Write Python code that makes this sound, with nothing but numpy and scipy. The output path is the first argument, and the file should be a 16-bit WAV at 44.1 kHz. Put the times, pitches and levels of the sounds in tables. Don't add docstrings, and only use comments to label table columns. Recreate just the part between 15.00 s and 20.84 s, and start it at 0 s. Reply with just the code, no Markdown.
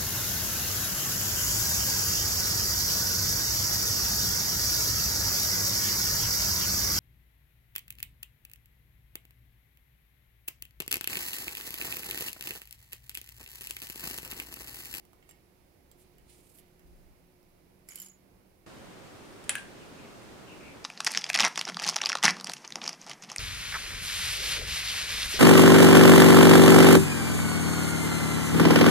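import sys
import numpy as np
from scipy import signal
from scipy.fft import rfft, irfft, next_fast_len
from scipy.io import wavfile
from scipy.ndimage import map_coordinates

SR = 44100
rng = np.random.default_rng(int(sys.argv[2]) if len(sys.argv) > 2 else 0)


def wrap_up_sound(samples):
    columns = np.atleast_2d(samples).T
    tamed = np.clip(columns, -1, 1)
    steps = np.round(tamed * 32767).astype(np.int16)
    wavfile.write(sys.argv[1], SR, steps)


N = 257584

# freq_hz, density_db_per_hz
QUIET_SPECTRUM = [(12, -35), (20, -1), (151, -6.5), (181, -5.5), (225, -10), (360, -8.5), (439, -13.5),
                  (481, -12), (1500, -26), (1950, -40), (3300, -120)]
RUSH_SPECTRUM = [(12, -50), (20, -7), (48, -7.5), (113, -1), (255, -0.5), (410, -1.5), (472, -5),
                 (527, -4.5), (897, -9), (1190, -10), (8650, -25.5), (9400, -27.5), (11100, -31),
                 (14700, -33), (16000, -40)]
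# freq_hz, likeness (-1 to 1)
QUIET_ALIKE = [(60, 0.68), (240, 0.63), (950, -0.095), (3770, -0.02), (15000, -0.66)]
RUSH_ALIKE = [(60, 0.01), (240, 0.32), (950, 0.16), (3770, 0.054), (15000, 0.15)]
# freq_hz, lean_db
QUIET_LEAN = [(60, 1), (240, -6), (950, -9), (3770, 3), (15000, -8.5)]
RUSH_LEAN = [(60, -0.5), (240, -1.5), (950, -1.7), (3770, -0.28), (15000, -0.14)]
# freq_hz, density_db_per_hz
HISS_SPECTRUM = [(900, -29), (1400, -4.5), (2200, 1.5), (3300, -5), (5000, -4), (7300, -9.5), (9800, -9.5),
                 (10800, -4.5), (13000, -9), (14000, -10.5), (15300, -6), (16000, -12)]
# freq_hz, likeness; freq_hz, lean_db
HISS_ALIKE, HISS_LEAN = [(3000, .02)], [(2000, -8), (5000, -1.0), (12000, -11.5)]
# freq_hz, density_db_per_hz; freq_hz, likeness; freq_hz, lean_db
RUMBLE_SPECTRUM = [(15, -37), (30, 4.0), (70, -6.5), (130, -47.0)]
RUMBLE_ALIKE, RUMBLE_LEAN = [(50, 0.33)], [(50, 0)]
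# start_s, level_db, hold_s
BENCH_LEANS = [(1.2, -64, 0.0), (1.87, -56.5, 0.15)]
# pitch_hz, before_step_db, after_step_db
HUM_TONES = [(359.8, -71.5, -70), (706, -83, -81), (535.6, -94, -65.5), (9540, -110, -76.5)]
# time_s, pitch_hz, level_db
ENGINE_TRACK = [(1.2, 163, -86), (1.8, 169.4, -64.5), (2.5, 177.5, -74), (3.0, 189.7, -63.5),
                (3.6, 194, -70)]

# start_s, snap_db, bench_knock_db, hollow_thud_db, tool_ring_db
TOOL_TICKS = [(0.0518, -51, -76, -61, -79), (0.1321, -51.5, -70, -50, -88), (0.2264, -66, -57, -61, -68),
              (0.2914, -50, -56, -49.5, -50.5), (0.3106, -44.5, -55, -63, -58),
              (0.9146, -46.5, -82, -71, -59), (1.1833, -54, -60.5, -68, -67),
              (1.5864, -51.5, -59, -71, -78), (1.7948, -58, -61.5, -69, -74), (2.4294, -60, -75, -70, -91)]
# freq_hz, level_db, t60_s
BENCH_MODES = [(1910, -2, 0.023), (2160, -1.5, 0.033), (2740, 0, 0.014), (2980, -6, 0.026)]
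HOLLOW_MODES = [(750, 0.38, 0.012), (1120, -2.2, 0.0077)]
TOOL_MODES = [(7536, 0, .07), (11700, -8, .04)]
# freq_hz, t60_s
ROOM_DECAY = [(500, 0.11), (2000, 0.37), (6000, 0.15), (12000, 0.041)]

# start_s, end_s, start_db, end_db, start_speed (0-1), end_speed (0-1)
SLEEVE_STROKES = [(0.296, 0.325, -67, -77, 0.05, 0.05), (0.988, 1.028, -71, -70.5, 0.7, 0.5),
                  (1.294, 1.593, -63.5, -67.5, 0, 0.92)]
# freq_hz, density_db_per_hz
DULL_SPECTRUM = [(1000, -42), (2200, -2.5), (4500, -4.5), (7000, -11.5)]
BRIGHT_SPECTRUM = [(4000, -19), (7000, -6), (9000, -0.5), (10500, -3), (13000, -33)]
FINE_SPECTRUM = [(8500, -26), (11000, 3), (15000, -3), (17000, -30)]

# start_s, crack_db, ring_db, height (0-1)
STICK_CONTACTS = [(2.8877, -50, -40, 0.15), (2.9074, -56.5, -60, 0.86), (2.9197, -58.5, -49.5, 0.83),
                  (2.9471, -54.5, -64, 0.45), (2.9575, -32, -42, 0), (2.9764, -52, -51, 0.98),
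                  (2.9852, -54, -45, 0.3), (3.0, -50, -39.5, 0.59), (3.018, -49, -40.5, 0.48),
                  (3.0352, -52, -52, 0.5), (3.0459, -58.5, -48, 0.3), (3.0623, -55.5, -47.5, 0.4),
                  (3.0844, -66, -50, 0.34), (3.1161, -65, -68, 0.7)]
# start_s, end_s, level_db
CHATTER_SPANS = [(2.892, 2.92, -58), (2.965, 3.055, -58.5)]
# freq_hz, density_db_per_hz
GRIT_SPECTRUM = [(900, -1), (1200, -1.5), (2200, -4), (2600, -2), (3020, -1), (3900, -8), (5200, 1),
                 (6200, -3), (7300, 5), (9200, -5), (10200, 6), (13000, -8), (16000, -11)]
# freq_hz, level_db, t60_s
STICK_MODES = [(1600, -9, .03), (2100, 0, .03), (2310, -3, .03)]
CORK_MODES = [(3020, 0, .04)]
NECK_MODES = [(13035, 0, .035), (13118, -6, .055), (13280, -5, .02)]
FOOT_MODES = [(9863, -1, .016), (10014, 0, .026)]
DISC_MODES = [(4912, -7, .03), (5636, -9, .025), (7310, 0, .045), (7540, 2, .013)]
RIM_MODES = [(8380, -1, .024), (11780, 0, .05), (14890, -6, .02)]
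# freq_hz, t60_s
WALL_MODES = [(6751, .3), (6777, .3)]
# start_s, end_s, first_mode_db, twin_mode_db
WALL_PINGS = [(2.907, 2.99, -66, -50), (2.999, 3.02, -69, -65), (3.024, 3.104, -58, -48.5),
              (3.097, 3.166, -66, -57.5)]
PLACE_HEIGHTS = (0.02, 0.33, 0.66, 0.98)
PLACE_FREE_DB = (-0.5, 1.5, 4.5, 2.5)

# start_s, thud_db, wheel_db, dish_db, tweezers_db, noise_db, pan_db
WHEEL_CONTACTS = [(4.441, -72, -75, -75, -53, -52, 0.1), (4.4939, -22, -12.5, -59, -60, -29, 2.5),
                  (4.5537, -23, -48, -30, -27.5, -45, 1), (4.5826, -36, -49, -43.5, -49, -53, -5)]
# freq_hz, level_db, t60_s
LIQUID_MODES = [(2540, 0, .013), (2800, -4, .011)]
WHEEL_MODES = [(600, -19, .04), (900, -26, .03), (1330, -24, .03), (1705, -15, .03), (2140, -9, .01),
               (3150, -14, .014), (3650, -16, .01), (4510, -27, .024), (7290, -19, .03), (7420, -14, .03),
               (8100, 0, .008), (8900, -7, .013), (9720, -12, .012), (9945, -30, .24), (9965, -14, .05),
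               (10040, -24, .09), (10280, -29, .12), (13700, -34, .006)]
DISH_MODES = [(1555, -12, .07), (1598, -11, .22), (1620, -6, .045), (1676, 0, .05), (1780, -13, .06),
              (2240, -18, .08), (2400, -20, .1)]
TWEEZERS_MODES = [(5520, -10, .007), (6500, -14, .035), (8700, -18, .12), (8780, 0, .012), (9980, -10, .02),
                  (14010, -6, .007)]
# freq_hz, density_db_per_hz
SPLASH_SPECTRUM = [(500, -24), (800, -2.5), (2500, 4.5), (4000, -5), (6000, -10), (8500, -2.5), (10500, -5),
                   (11500, -35), (14000, -17), (16000, -42)]

# start_s, length_s, start_hz, end_hz, level_db
BIRD_CHIRPS = [(4.795, .055, 2850, 2350, -59), (4.97, .09, 2550, 2400, -59), (5.475, .075, 2800, 2550, -54),
               (5.6, .05, 2500, 2200, -56), (5.63, .09, 2550, 2300, -54)]

STEP_S, TOP_HZ = 3.663, 15830
QUIET_DB, RUSH_DB, HISS_DB = -64, -50.5, -73
LEAN_RISE_DB_PER_S, LEAN_FALL_DB_PER_S = 270, 62
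SCATTER_DB = 1.5
TICK_HARDNESS, TICK_PAN_DB = 0.75, -6
BRUSH_RISE_DB_PER_S, BRUSH_FALL_DB_PER_S = 850, 630
DULL_FALL_DB_PER_S = 58
SAG_DB_PER_S = 20
DULL_SLOW_DB, DULL_FAST_DB = -1, -6.5
FINE_SLOW_DB, FINE_FAST_DB = -13, 7
REACH_DB = 37
DISC_DB = -6.5
STICK_DB, STICK_FADE_DB_PER_S = -49.5, 92
RATTLE_PAN_DB = -7
CHATTER_RISE_DB_PER_S, CHATTER_FALL_DB_PER_S = 1100, 250


def amp(db):
    return 10 ** (np.asarray(db) / 20)


def unit(x):
    return x / np.sqrt(np.mean(x ** 2) + 1e-20)


def along(points, hz):
    f, v = np.transpose(points)
    return np.interp(np.log(hz + 1), np.log(f + 1), v)


def curves(rows):
    s, *cols = np.transpose(rows)
    return [np.interp(np.arange(N) / SR, s, c, -150, -150) for c in cols]


def wobble(rate_hz):
    knots = rng.standard_normal(int(N * rate_hz / SR) + 4)
    return map_coordinates(knots, [np.arange(N) * rate_hz / SR])


def swell(start_s, end_s, rise_db_per_s, fall_db_per_s):
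    t = np.arange(N) / SR
    return -rise_db_per_s * np.maximum(start_s - t, 0) - fall_db_per_s * np.maximum(t - end_s, 0)


def filtered(x, response):
    m = next_fast_len(N + 8192)
    return irfft(rfft(x, m) * response(np.fft.rfftfreq(m, 1 / SR)), m)[..., :N]


def noise(spectrum, alike, lean):
    def mid_side(hz):
        turn = np.arccos(np.clip(along(alike, hz), -1, 1)) / 2
        return amp(along(spectrum, hz)) * [np.cos(turn), np.sin(turn)]

    def left_right(hz):
        return amp(along(lean, hz) / 2 * np.array([[1], [-1]]))

    mid, side = filtered(rng.standard_normal((2, N)), mid_side)
    pair = filtered(np.array([mid + side, mid - side]), left_right)
    return pair / np.std(pair.mean(axis=0))


def ring(modes, spread_rad):
    hz, db, t60_s = np.transpose(modes)[:, :, None]
    t = np.arange(SR // 6) / SR
    size, turn = rng.standard_normal((2, len(modes), 1))
    decay = amp(db + SCATTER_DB * size - 60 * t / np.maximum(t60_s, 1e-3))
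    rise = (1 - np.exp(-t / .0001)) ** 2
    drift = spread_rad * turn * (1 - np.exp(-t / 0.00093))
    return np.array([rise * np.sum(decay * np.sin(2 * np.pi * hz * t + side * drift), axis=0)
                     for side in (1, -1)])


def crack(t60_s, hardness):
    t = np.arange(SR // 6) / SR
    shared = rng.standard_normal(len(t))
    burst = amp(-60 * t / t60_s) * (shared + 0.53 * rng.standard_normal((2, len(t))))
    soft = signal.lfilter(*signal.iirpeak(5500, 1.3, SR), burst)
    share = np.clip(hardness, 0, 1)
    return share * np.diff(burst, prepend=0) + 2 * (1 - share) * soft


def add(out, start_s, blow, pan_db, lag):
    for k, shift in enumerate((lag, 0)):
        part = out[k, round(start_s * SR + shift):][:blow.shape[1]]
        part += amp(pan_db / 2 * (-1) ** k) * blow[k, :len(part)]


def echo(x, wet_db):
    hz, t, z = signal.stft(rng.standard_normal((2, SR // 2)), SR, nperseg=256)
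    tail = signal.istft(z * amp(-60 * t / along(ROOM_DECAY, hz)[:, None]), SR, nperseg=256)[1]
    delayed = np.pad(x, ((0, 0), (130, 0)))
    wet = signal.fftconvolve(delayed, tail / np.linalg.norm(tail[0]), axes=1)[:, :N]
    return x + amp(wet_db) * wet


def room_tone():
    t = np.arange(N) / SR
    after = t >= STEP_S
    quiet = amp(QUIET_DB + 0.86 * wobble(3.91)) * noise(QUIET_SPECTRUM, QUIET_ALIKE, QUIET_LEAN)
    hiss = amp(HISS_DB + 0.16 * wobble(0.75)) * noise(HISS_SPECTRUM, HISS_ALIKE, HISS_LEAN)
    rush = amp(RUSH_DB + 0.11 * wobble(2.1)) * noise(RUSH_SPECTRUM, RUSH_ALIKE, RUSH_LEAN)
    lean_gain = sum(amp(db + swell(s, s + hold_s, LEAN_RISE_DB_PER_S, LEAN_FALL_DB_PER_S))
                    for s, db, hold_s in BENCH_LEANS)
    rumble = lean_gain * noise(RUMBLE_SPECTRUM, RUMBLE_ALIKE, RUMBLE_LEAN)
    hum = np.zeros(N)
    for hz, before_db, after_db in HUM_TONES:
        gain = amp(np.where(after, after_db, before_db) + 3.0 * wobble(8.7))
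        hum += gain * np.sin(2 * np.pi * hz * t + 1.07 * wobble(14))
    engine_hz, engine_db = curves(ENGINE_TRACK)
    engine_gain = amp(engine_db + 0.9 * wobble(7.22))
    engine = engine_gain * np.sin(2 * np.pi * np.cumsum(engine_hz) / SR + .5 * wobble(10))
    return np.where(after, rush, quiet + hiss + rumble + engine) + hum


def ticks():
    out = np.zeros((2, N))
    for s, snap_db, knock_db, thud_db, ring_db in TOOL_TICKS:
        blow = amp(snap_db) * crack(0.0082, TICK_HARDNESS)
        blow = blow + amp(knock_db) * ring(BENCH_MODES, 0.61)
        blow = blow + amp(ring_db) * ring(TOOL_MODES, 0.39)
        blow = blow + amp(thud_db) * ring(HOLLOW_MODES, .3)
        add(out, s, blow, TICK_PAN_DB, lag=9.2)
    return echo(out, wet_db=-6.0)


def sleeve():
    dull = noise(DULL_SPECTRUM, [(3000, 0.17)], [(3000, -6.5)])
    bright = noise(BRIGHT_SPECTRUM, [(9000, 0.17)], [(9000, -7)])
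    fine = noise(FINE_SPECTRUM, [(13000, .2)], [(13000, -8)])
    out = np.zeros((2, N))
    for s, end_s, first_db, last_db, first_speed, last_speed in SLEEVE_STROKES:
        u = np.clip((np.arange(N) / SR - s) / (end_s - s), 0, 1)
        speed = first_speed + (last_speed - first_speed) * u
        sag_db = SAG_DB_PER_S * (end_s - s) * np.sin(np.pi * u)
        db = first_db + (last_db - first_db) * u - sag_db
        dull_db = DULL_SLOW_DB + (DULL_FAST_DB - DULL_SLOW_DB) * speed
        fine_db = FINE_SLOW_DB + (FINE_FAST_DB - FINE_SLOW_DB) * speed
        dull_gate_db = swell(s, end_s, BRUSH_RISE_DB_PER_S, DULL_FALL_DB_PER_S)
        bright_gate_db = swell(s, end_s, BRUSH_RISE_DB_PER_S, BRUSH_FALL_DB_PER_S)
        out += amp(db + dull_db + dull_gate_db) * dull
        out += amp(db + bright_gate_db) * (bright + amp(fine_db) * fine)
    return amp(1.8 * wobble(120)) * out


def rattle():
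    out = np.zeros((2, N))
    places = (RIM_MODES, FOOT_MODES, NECK_MODES, CORK_MODES)
    for s, crack_db, ring_db, height in STICK_CONTACTS:
        blow = amp(crack_db) * crack(0.0086, hardness=1.0)
        blow = blow + amp(ring_db + DISC_DB) * ring(DISC_MODES, 1.0)
        stick_db = STICK_DB - STICK_FADE_DB_PER_S * (s - STICK_CONTACTS[0][0])
        blow = blow + amp(stick_db) * ring(STICK_MODES, 1.0)
        for place, free_db, modes in zip(PLACE_HEIGHTS, PLACE_FREE_DB, places):
            blow = blow + amp(ring_db + free_db - REACH_DB * abs(height - place)) * ring(modes, 1.0)
        add(out, s, blow, RATTLE_PAN_DB, lag=9)
    for s, end_s, *levels_db in WALL_PINGS:
        blow = ring([(hz, db, t60_s) for (hz, t60_s), db in zip(WALL_MODES, levels_db)], 0.75)
        fade = np.clip((end_s - s - np.arange(blow.shape[1]) / SR) / .01, 0, 1)
        add(out, s, blow * fade, RATTLE_PAN_DB, lag=9)
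    grit = unit(amp(3.5 * wobble(250))) * noise(GRIT_SPECTRUM, [(5000, 0.21)], [(5000, 2)])
    chatter_gain = sum(amp(db + swell(s, end_s, CHATTER_RISE_DB_PER_S, CHATTER_FALL_DB_PER_S))
                       for s, end_s, db in CHATTER_SPANS)
    return echo(out, wet_db=-6.5) + chatter_gain * grit


def clinks():
    out, splash_gain, t = np.zeros((2, N)), np.zeros(N), np.arange(N) / SR
    for s, thud_db, wheel_db, dish_db, tweezers_db, splash_db, pan_db in WHEEL_CONTACTS:
        blow = amp(thud_db) * ring(LIQUID_MODES, 0.32)
        blow = blow + amp(wheel_db) * ring(WHEEL_MODES, 0.27)
        blow = blow + amp(dish_db) * ring(DISH_MODES, 0.15)
        blow = blow + amp(tweezers_db) * ring(TWEEZERS_MODES, 0.39)
        add(out, s, blow, pan_db, lag=0)
        age_s = np.abs(t - s)
        snap = amp(-60 * age_s / 0.013)
        tail = amp(-7.5 - 60 * age_s / 0.3)
        splash_gain += (t >= s) * amp(splash_db) * (snap + tail)
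    wet = echo(out, wet_db=-10)
    return wet + splash_gain * noise(SPLASH_SPECTRUM, [(3000, 0.33)], [(3000, 0)])


def bird():
    out = np.zeros((2, N))
    for s, length_s, start_hz, end_hz, db in BIRD_CHIRPS:
        n = int(length_s * SR)
        phase = 2 * np.pi * np.cumsum(np.linspace(start_hz, end_hz, n)) / SR
        knots = rng.standard_normal((2, 200))
        hoarse = .3 + map_coordinates(knots, np.mgrid[:2, :n] * [[[1]], [[700 / SR]]])
        chirp = amp(db) * np.hanning(n) ** 0.072 * hoarse * np.sin(phase)
        add(out, s, chirp, pan_db=3.0, lag=0)
    return echo(out, wet_db=-5)


def small_body(hz):
    return (1j * hz / 350) ** 2 / (1 + 1j * hz / 350) ** 2


def scene():
    contacts = ticks() + rattle() + clinks()
    return room_tone() + sleeve() + filtered(contacts, small_body) + bird()


def record(dry):
    return filtered(dry, lambda hz: hz < TOP_HZ)


dry = scene()
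out = record(dry)
wrap_up_sound(out)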